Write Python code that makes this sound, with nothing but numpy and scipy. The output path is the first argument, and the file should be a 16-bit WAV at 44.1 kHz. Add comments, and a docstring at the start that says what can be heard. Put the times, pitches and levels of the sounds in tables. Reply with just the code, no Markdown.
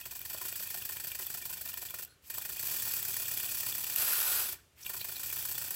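"""A model steam locomotive chassis chuffs on compressed air, held down on a carpeted workshop table.
Each wheel turn lets out four puffs of air, while the valve gear ticks, the rods knock and dry pins
squeak. The pistons and wheels shake the table. Air leaks past the valves, more at wide throttle.
The air is cut twice, and once it rushes out in a loud blast. The room adds a short echo and a soft hum."""
import sys
import numpy as np
from scipy import signal
from scipy.fft import rfft, irfft
from scipy.io import wavfile

SR = 44100
rng = np.random.default_rng(int(sys.argv[2]) if len(sys.argv) > 2 else 0)


def waveform_to_disk(signal):
    """Save audio, clipped to [-1, 1], as 16-bit WAV at the path in sys.argv[1]."""
    frames = np.transpose(np.atleast_2d(signal))
    scaled = np.clip(frames, -1, 1) * 32767
    samples = np.round(scaled).astype(np.int16)
    wavfile.write(sys.argv[1], SR, samples)


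N = 253575
TIME = np.arange(N) / SR

# The four chuffs of a wheel turn: position_turns, rise_turns, open_turns, hiss_db, puff_db
CHUFF_BEATS = [(.0, 0.0097, 0.079, 1.5, 3), (0.26, 0.027, 0.067, 2, 2.5), (0.474, 0.011, 0.14, -0.5, -2.5),
               (0.747, 0.007, 0.094, -5.5, -2.5)]
# Tone of a chuff's high hiss: pitch_hz, level_db
HISS_TONE = [(300, -20), (700, -35.5), (2000, -22.5), (3000, -7.5), (3900, -10), (5200, -7), (7000, -6.5),
             (9000, -7.5), (11000, -3.5), (13000, -2), (15500, 0.5)]
# Tone of its low puff: pitch_hz, level_db
PUFF_TONE = [(150, -18), (400, -7.5), (700, -8.5), (1000, -1), (1220, -11), (1500, 2.5), (1850, -0.5),
             (2150, -6), (3200, -15.5), (5000, -17.5)]
# Pitches that the air passages boost: pitch_hz, width_hz, boost_db
PORT_PEAKS = [(1830, 89, 9), (2463, 243, 11.5), (4523, 315, 6.5), (7733, 250, 12), (8020, 130, 4),
              (8210, 124, 8.5), (9090, 57, 11), (10220, 160, 7.5), (10400, 77, -4), (10500, 120, 1),
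              (10950, 98, 7.5), (11480, 67, -6), (11390, 120, 11), (11900, 130, 3), (12650, 230, 8.5),
              (13130, 140, 13), (14300, 250, 3), (14200, 130, 2), (14330, 170, 8.5), (15040, 270, 8),
              (15550, 190, 3.5)]
def chuffs(chuff_db, hiss_fade_turns=0.086, puff_fade_turns=0.049):
    """A port opens and a cylinder empties; the low puff dies away before the hiss."""
    hiss, puff = 0, 0
    for position, rise, open_turns, hiss_db, puff_db in CHUFF_BEATS:
        age, stronger = each_turn(position)
        opening = np.minimum(age / rise, 1) * from_db(0.5 * stronger)
        hiss_fade = np.exp(-np.maximum(age - 0.65 * open_turns, 0) / hiss_fade_turns)
        puff_fade = np.exp(-np.maximum(age - 0.5 * open_turns, 0) / puff_fade_turns)
        hiss += from_db(hiss_db) * opening * hiss_fade
        puff += from_db(puff_db) * opening * puff_fade
    jet = noise(HISS_TONE, PORT_PEAKS)
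    sizzle = signal.sosfiltfilt(signal.butter(2, 8500, "high", fs=SR, output="sos"), jet)
    sizzle_db = np.clip(chuff_db + 34, -10, 2)  # weak pressure loses the sizzle first
    jet += sizzle * (from_db(sizzle_db) - 1)
    air = hiss * jet + from_db(-15.5) * puff * noise(PUFF_TONE, PORT_PEAKS)
    return from_db(chuff_db + 0.7 * drift(290)) * air


# The three runs: air_on_s, wheels_start_s, first_chuff_s, air_off_s
ENGINE_RUNS = [(-.5, -.2, .053, 2.035), (2.215, 2.296, 2.298, 4.53), (4.754, 4.843, 4.894, 6)]
VENT_DB_PER_S = 500
def air_supply(start_s=0.005, fill_s=0.15):
    """Chuff and leak levels in dB: both rise with speed and die when the air is cut."""
    driving, filled = 1e-6, 1e-6
    for air_on, wheels_start, _, air_off in ENGINE_RUNS:
        pressure = from_db(-VENT_DB_PER_S * np.clip(TIME - air_off, 0, 1))
        driving += pressure * np.clip((TIME - wheels_start) / start_s, 0, 1)  # the wheels break free
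        filled += pressure * np.clip((TIME - air_on) / fill_s, 0, 1)  # the hose fills
    chuff_db = -36 + 4.5 * pace() + 20 * np.log10(driving)
    leak_db = -46 + 19 * pace() + 20 * np.log10(filled)
    return chuff_db, leak_db


# How fast the wheels spin during the runs: time_s, speed_turns_per_s
WHEEL_SPEED = [(0.0, 4.656), (0.157, 4.98), (0.469, 7.118), (0.664, 6.763), (1.021, 6.718), (1.427, 6.497),
               (2.03, 5.738), (2.339, 6.522), (2.533, 6.819), (2.675, 9.084), (2.983, 8.676),
               (3.949, 8.478), (4.497, 7.474), (4.893, 6.792), (5.15, 6.513), (5.287, 8.01), (5.75, 7.673)]
def wheel_speed():
    """Turns per second at every sample."""
    return np.interp(TIME, *np.transpose(WHEEL_SPEED))


def pace(cruise_turns_per_s=6.6):
    """Wheel speed in doublings: 0 is cruising, 1 is twice as fast."""
    return np.log2(wheel_speed() / cruise_turns_per_s)


def crank():
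    """Counts wheel turns, skipping ahead so each run's first chuff lands on a whole turn."""
    turns = np.cumsum(wheel_speed()) / SR
    for air_on, _, first_chuff, _ in ENGINE_RUNS:
        turns += (TIME > air_on) * (-np.interp(first_chuff, TIME, turns) % 1)
    return turns


def each_turn(position, columns=1):
    """Turns since the crank passed a position, and random values that hold for one turn."""
    turn, age = np.divmod(crank() - position + 1, 1)
    return age, *rng.standard_normal((64, columns))[turn.astype(int)].T


def times_at(position):
    """The moments when the crank reaches a position, once a turn."""
    turns = crank()
    whole_turns = np.arange(np.ceil(turns[0] - position), turns[-1] - position)
    return np.interp(whole_turns + position, turns, TIME)


# Tone of the blast: pitch_hz, level_db
BLAST_TONE = [(150, -37), (400, -14.5), (950, -10), (1500, -9), (2150, -11.5), (2900, -7.5), (4000, -6.5),
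              (5200, -7), (7000, -8), (8800, -5.5), (11000, -2.5), (12800, 1), (14200, -1.5), (15600, -4.5)]
# Pitches that stand out in it: pitch_hz, width_hz, boost_db
BLAST_PEAKS = [(650, 170, 1.5), (1460, 290, 8), (2550, 310, 5), (4920, 110, 5), (7800, 120, 11.5),
               (11260, 440, 6.5), (12800, 220, 7.5), (14100, 97, 3), (15300, 300, 7)]
def blast(start_s=3.96, ease_off_s=4.41, rise_s=0.014, level_db=-30.5, splutter_db=1.5):
    """A spluttering jet of air opens quickly, holds, eases off and ends when the air is cut."""
    air_off = ENGINE_RUNS[1][3]
    opening = 1 - np.exp(-np.maximum(TIME - start_s, 0) / rise_s)
    fall_db = 137 * np.maximum(TIME - ease_off_s, 0) + VENT_DB_PER_S * np.maximum(TIME - air_off, 0)
    loudness = opening * from_db(level_db - fall_db + splutter_db * drift(150))
    return loudness * noise(BLAST_TONE, BLAST_PEAKS)


# Tone of the leak: pitch_hz, level_db
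LEAK_TONE = [(200, -13), (600, -12.5), (1500, -9), (2100, -15.5), (2900, -8.5), (3900, -9.5), (5200, -2),
             (7000, -3), (9000, -8), (11000, -2.5), (13000, -3), (15500, -1)]
def leak(leak_db, flutter_db=2):
    """Air slips past the valves with a fluttering hiss."""
    return from_db(leak_db + flutter_db * drift(65)) * noise(LEAK_TONE, PORT_PEAKS)


# Where loose parts hit in each turn: position_turns, tick_db, knock_db, ring_db
LOOSE_HITS = [(.03, -31, -41.5, -52), (.215, -50, -56, -54), (.335, -31, -37, -48),
              (.405, -29.5, -56, -48.5), (.515, -38, -44, -51), (0.689, -39, -51, -46.5),
              (.808, -25.5, -42.5, -41), (.93, -60, -52.5, -55.5)]
# Notes of the valve gear, frame, rods and table: pitch_hz, level_db, ring_s (time to fade by 60 dB)
GEAR_NOTES = [(3000, -17, .01), (5800, -15, .01), (7800, -12, .012), (10500, -10, .006), (12600, -2, .008),
              (13100, -1, .007), (13600, -2, .006), (14250, 0, .007), (14900, -1, .007)]
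FRAME_NOTES = [(379.3, -14, 0.11), (510, -14, 0.015), (600, -10, 0.022), (707, -7, 0.033),
               (875, -7.5, 0.015), (1015, -5, 0.039), (1080, -10, 0.014), (1346, -8, 0.029),
               (1470, -3, 0.03), (1788, -4.5, 0.033)]
ROD_NOTES = [(2370, -4.5, 0.075), (2490, -5.5, 0.047), (2780, 3, 0.024), (2980, -4, 0.012),
             (3114, -0.5, 0.028), (3452, 5.5, 0.022), (3650, -4, 0.03)]
TABLE_NOTES = [(59, -17, .14), (76, 2.5, 0.12), (109, -3.5, 0.28), (123.6, 2.5, 0.21), (173, -1.5, 0.19),
               (290.7, -5, 0.25), (364, -6, 0.15)]
def clatter(chuff_db, jitter_s=0.0008, uneven_db=1.5):
    """Loose gear and rods tick, knock more when slow and ring more when fast; pistons thump the table."""
    hits = [(s, *levels) for position, *levels in LOOSE_HITS for s in times_at(position)]
    times, tick_db, knock_db, ring_db = np.transpose(hits)
    times = times + jitter_s * rng.standard_normal(len(times))
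    push_db = chuff_db + 35.5  # stronger chuffs go with harder hits
    force_db = np.minimum(np.interp(times, TIME, push_db), 2)
    force_db += uneven_db * rng.standard_normal(len(times))
    fast = np.interp(times, TIME, pace())
    ticks = strike(times, force_db + tick_db - 7, GEAR_NOTES, scatter_db=3, grind_s=0.0021)
    knock_db = force_db + knock_db - 9 - 6.5 * fast
    knocks = strike(times, knock_db, FRAME_NOTES, scatter_db=2.5, grind_s=0.0023)
    ring_db = force_db + ring_db - 8 + 1.5 * fast
    rings = strike(times, ring_db, ROD_NOTES, scatter_db=3.2, grind_s=0.0023)
    strokes = np.concatenate([times_at(position) for position, *_ in CHUFF_BEATS])
    thump_db = np.interp(strokes, TIME, push_db) - 64.5
    thumps = strike(strokes, thump_db, TABLE_NOTES, scatter_db=1, grind_s=0.0078)
    return ticks + knocks + rings + thumps


# Single harder hits, each list with its own loudness scale: start_s, level_db
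GEAR_SNAPS = [(0.1925, -17), (0.9689, -20), (1.2665, -15), (2.0487, -17), (2.356, -19), (2.3835, -11.5),
              (2.9387, -10), (3.961, -5.5), (5.707, -12)]
FRAME_KNOCKS = [(0.062, -44), (0.347, -38), (0.413, -37.5), (0.452, -41.5), (0.743, -41), (1.198, -40),
                (1.94, -40), (2.381, -35.5), (2.869, -38.5), (4.899, -38), (4.941, -40)]
ROD_CLINKS = [(0.819, -34), (3.259, -30), (3.4032, -33), (3.9065, -32), (4.8633, -29)]
def hard_hits():
    """Now and then a part catches harder: the gear snaps, the frame knocks, a rod clinks on its pin."""
    out = 0
    for hits, notes, gain_db, grind_s in [(GEAR_SNAPS, GEAR_NOTES, -14.5, 0.0024),
                                          (FRAME_KNOCKS, FRAME_NOTES, -4, 0.004),
                                          (ROD_CLINKS, ROD_NOTES, -15, 0.003)]:
        times, level_db = np.transpose(hits)
        out += strike(times, level_db + gain_db, notes, scatter_db=1.5, grind_s=grind_s)
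    return out


# Squeaks in each turn: position_turns, length_turns, start_hz, end_hz, level_db (against the chuffs)
PIN_SQUEAKS = [(.8, 0.16, 2414, 2529, -18.5), (.88, 0.13, 3160, 3560, -18.5)]
def squeaks(chuff_db, vary_db=3, detune=0.022, rasp=0.0204):
    """A dry pin under load gives a faint rising chirp, a little different on each turn."""
    out = 0
    for position, length, start_hz, end_hz, db in PIN_SQUEAKS:
        age, louder, higher = each_turn(position, columns=2)
        progress = np.minimum(age / length, 1)
        hz = (start_hz + (end_hz - start_hz) * progress) * (1 + detune * higher + rasp * drift(434))
        swell = from_db(chuff_db + db + vary_db * louder) * np.sin(np.pi * progress)
        out += swell * np.sin(2 * np.pi * np.cumsum(hz) / SR)
    return out


# Short wheezes in the valves: middle_s, half_length_s, pitch_hz, width_hz, level_db
VALVE_WHISTLES = [(2.12, 0.049, 1490, 120, -70), (2.113, 0.036, 4230, 160, -68),
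                  (2.11, 0.036, 10800, 300, -70), (2.253, .016, 3200, 2400, -63),
                  (4.593, 0.013, 1500, 140, -65), (4.805, .035, 2400, 1400, -61),
                  (4.833, 0.006, 5700, 600, -48), (5.013, 0.011, 4100, 340, -43.5),
                  (5.166, 0.011, 4100, 310, -45)]
def whistles():
    """Air squeezing through a nearly closed gap sings for an instant."""
    out = 0
    for middle_s, half_s, hz, width_hz, db in VALVE_WHISTLES:
        band = signal.butter(1, [hz - width_hz / 2, hz + width_hz / 2], "band", fs=SR, output="sos")
        swell = from_db(db) * np.exp(-((TIME - middle_s) / half_s) ** 2)
        out += swell * unit_power(signal.sosfilt(band, rng.standard_normal(N)))
    return out


# Tones in the table's drone: shakes_per_turn, level_db
DRONE_TONES = [(6, -13), (7, -26), (8, -22), (9, -7), (10, -10), (11, 0), (12, 3), (13, -11), (14, -2),
               (15, -16), (20, -6), (33, -11.5)]
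def table_drone(chuff_db, gain_db=-32.5, wander_radians=1.2):
    """The unbalanced wheels shake the table at multiples of their speed."""
    angle = 2 * np.pi * crank()
    drone = 0
    for shakes, db in DRONE_TONES:
        phase = round(shakes) * angle + rng.uniform(0, 2 * np.pi) + wander_radians * drift(1.4)
        drone += from_db(db) * np.sin(phase)
    return from_db(chuff_db + gain_db) * unit_power(drone)


def room_echo(sound, level_db=-9.5, ring_s=0.37, dull_above_hz=4800):
    """The workshop walls send back a short, duller wash of the sound."""
    age = np.arange(SR // 2) / SR
    tail = rng.standard_normal(len(age)) * from_db(-60 * age / ring_s) * (age > 0.004)
    walls = signal.butter(1, dull_above_hz, fs=SR, output="sos")
    tail = signal.sosfilt(walls, tail / np.linalg.norm(tail))
    return from_db(level_db) * signal.fftconvolve(sound, tail)[:N]


# Tone of the quiet room: pitch_hz, level_db
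BACKGROUND_TONE = [(15, -31), (25, -24), (64, 2), (248, -14), (425, -13), (834, -21), (2460, -21),
                   (3050, -20), (4330, -24.5), (8970, -26), (15800, -33)]
def room_hum(level_db=-67):
    """A faint, low, steady noise fills the room."""
    return from_db(level_db) * noise(BACKGROUND_TONE)


def strike(times, levels_db, notes, scatter_db, grind_s, crack=1.11):
    """Each hit cracks, grinds for a moment and sets every note of a part ringing."""
    out, age = np.zeros(N), np.arange(SR // 50) / SR
    starts = np.round(times * SR).astype(int)
    heard = (starts >= 0) & (starts < N - len(age))
    for hz, db, ring_s in notes:
        grind = rng.standard_normal((len(starts), len(age))) * np.exp(-age / grind_s)
        grind[:, 0] += crack * np.sqrt(grind_s * SR / 2) * rng.choice([-1, 1], len(starts))
        grind /= np.linalg.norm(grind, axis=1, keepdims=True)
        grind *= from_db(levels_db + db + scatter_db * rng.standard_normal(len(starts)))[:, None]
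        force = np.full(N, 1e-18)
        np.add.at(force, starts[heard, None] + np.arange(len(age)), grind[heard])
        # This filter turns each push into a fading tone.
        decay, step = from_db(-60 / (ring_s * SR)), 2 * np.pi * hz / SR
        out += signal.lfilter([0, np.sin(step)], [1, -2 * decay * np.cos(step), decay ** 2], force)
    return out


def noise(tone, peaks=()):
    """Steady noise of power 1; the tone and peaks set how strong each pitch is against the rest."""
    hz = np.fft.rfftfreq(N, 1 / SR) + 1e-3
    pitches, levels = np.transpose(tone)
    db = np.interp(np.log(hz), np.log(pitches), levels)
    for centre, width, boost in peaks:
        db += boost / (1 + (2 * (hz - centre) / width) ** 2)
    bass_cut = 1 / np.sqrt(1 + (0.5 * pitches[0] / hz) ** 4)
    return unit_power(irfft(rfft(rng.standard_normal(N)) * from_db(db) * bass_cut, N))


def drift(rate_hz):
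    """A smooth random wobble of power 1, mostly slower than rate_hz."""
    smoothing = 1 + (np.fft.rfftfreq(N, 1 / SR) / rate_hz) ** 2
    return unit_power(irfft(rfft(rng.standard_normal(N)) / smoothing, N))


def from_db(db):
    """Turn decibels into a number to multiply by."""
    return 10 ** (np.asarray(db) / 20)


def unit_power(x):
    """Scale a signal to an average power of 1."""
    return x / np.sqrt(np.mean(x ** 2) + 1e-20)


def scene():
    """The engine, its echo and the quiet room, in one channel."""
    chuff_db, leak_db = air_supply()
    air = chuffs(chuff_db) + leak(leak_db) + blast() + whistles()
    parts = hard_hits() + table_drone(chuff_db) + clatter(chuff_db) + squeaks(chuff_db)
    engine = air + parts
    return (engine + room_echo(engine) + room_hum())[None]


def record(dry):
    """The microphone loses the deepest bass; the highest treble is cut."""
    thin = signal.sosfilt(signal.butter(4, 42, "high", fs=SR, output="sos"), dry)
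    return signal.sosfilt(signal.ellip(12, 0.1, 80, 15830, fs=SR, output="sos"), thin)


dry = scene()
out = record(dry)
waveform_to_disk(out)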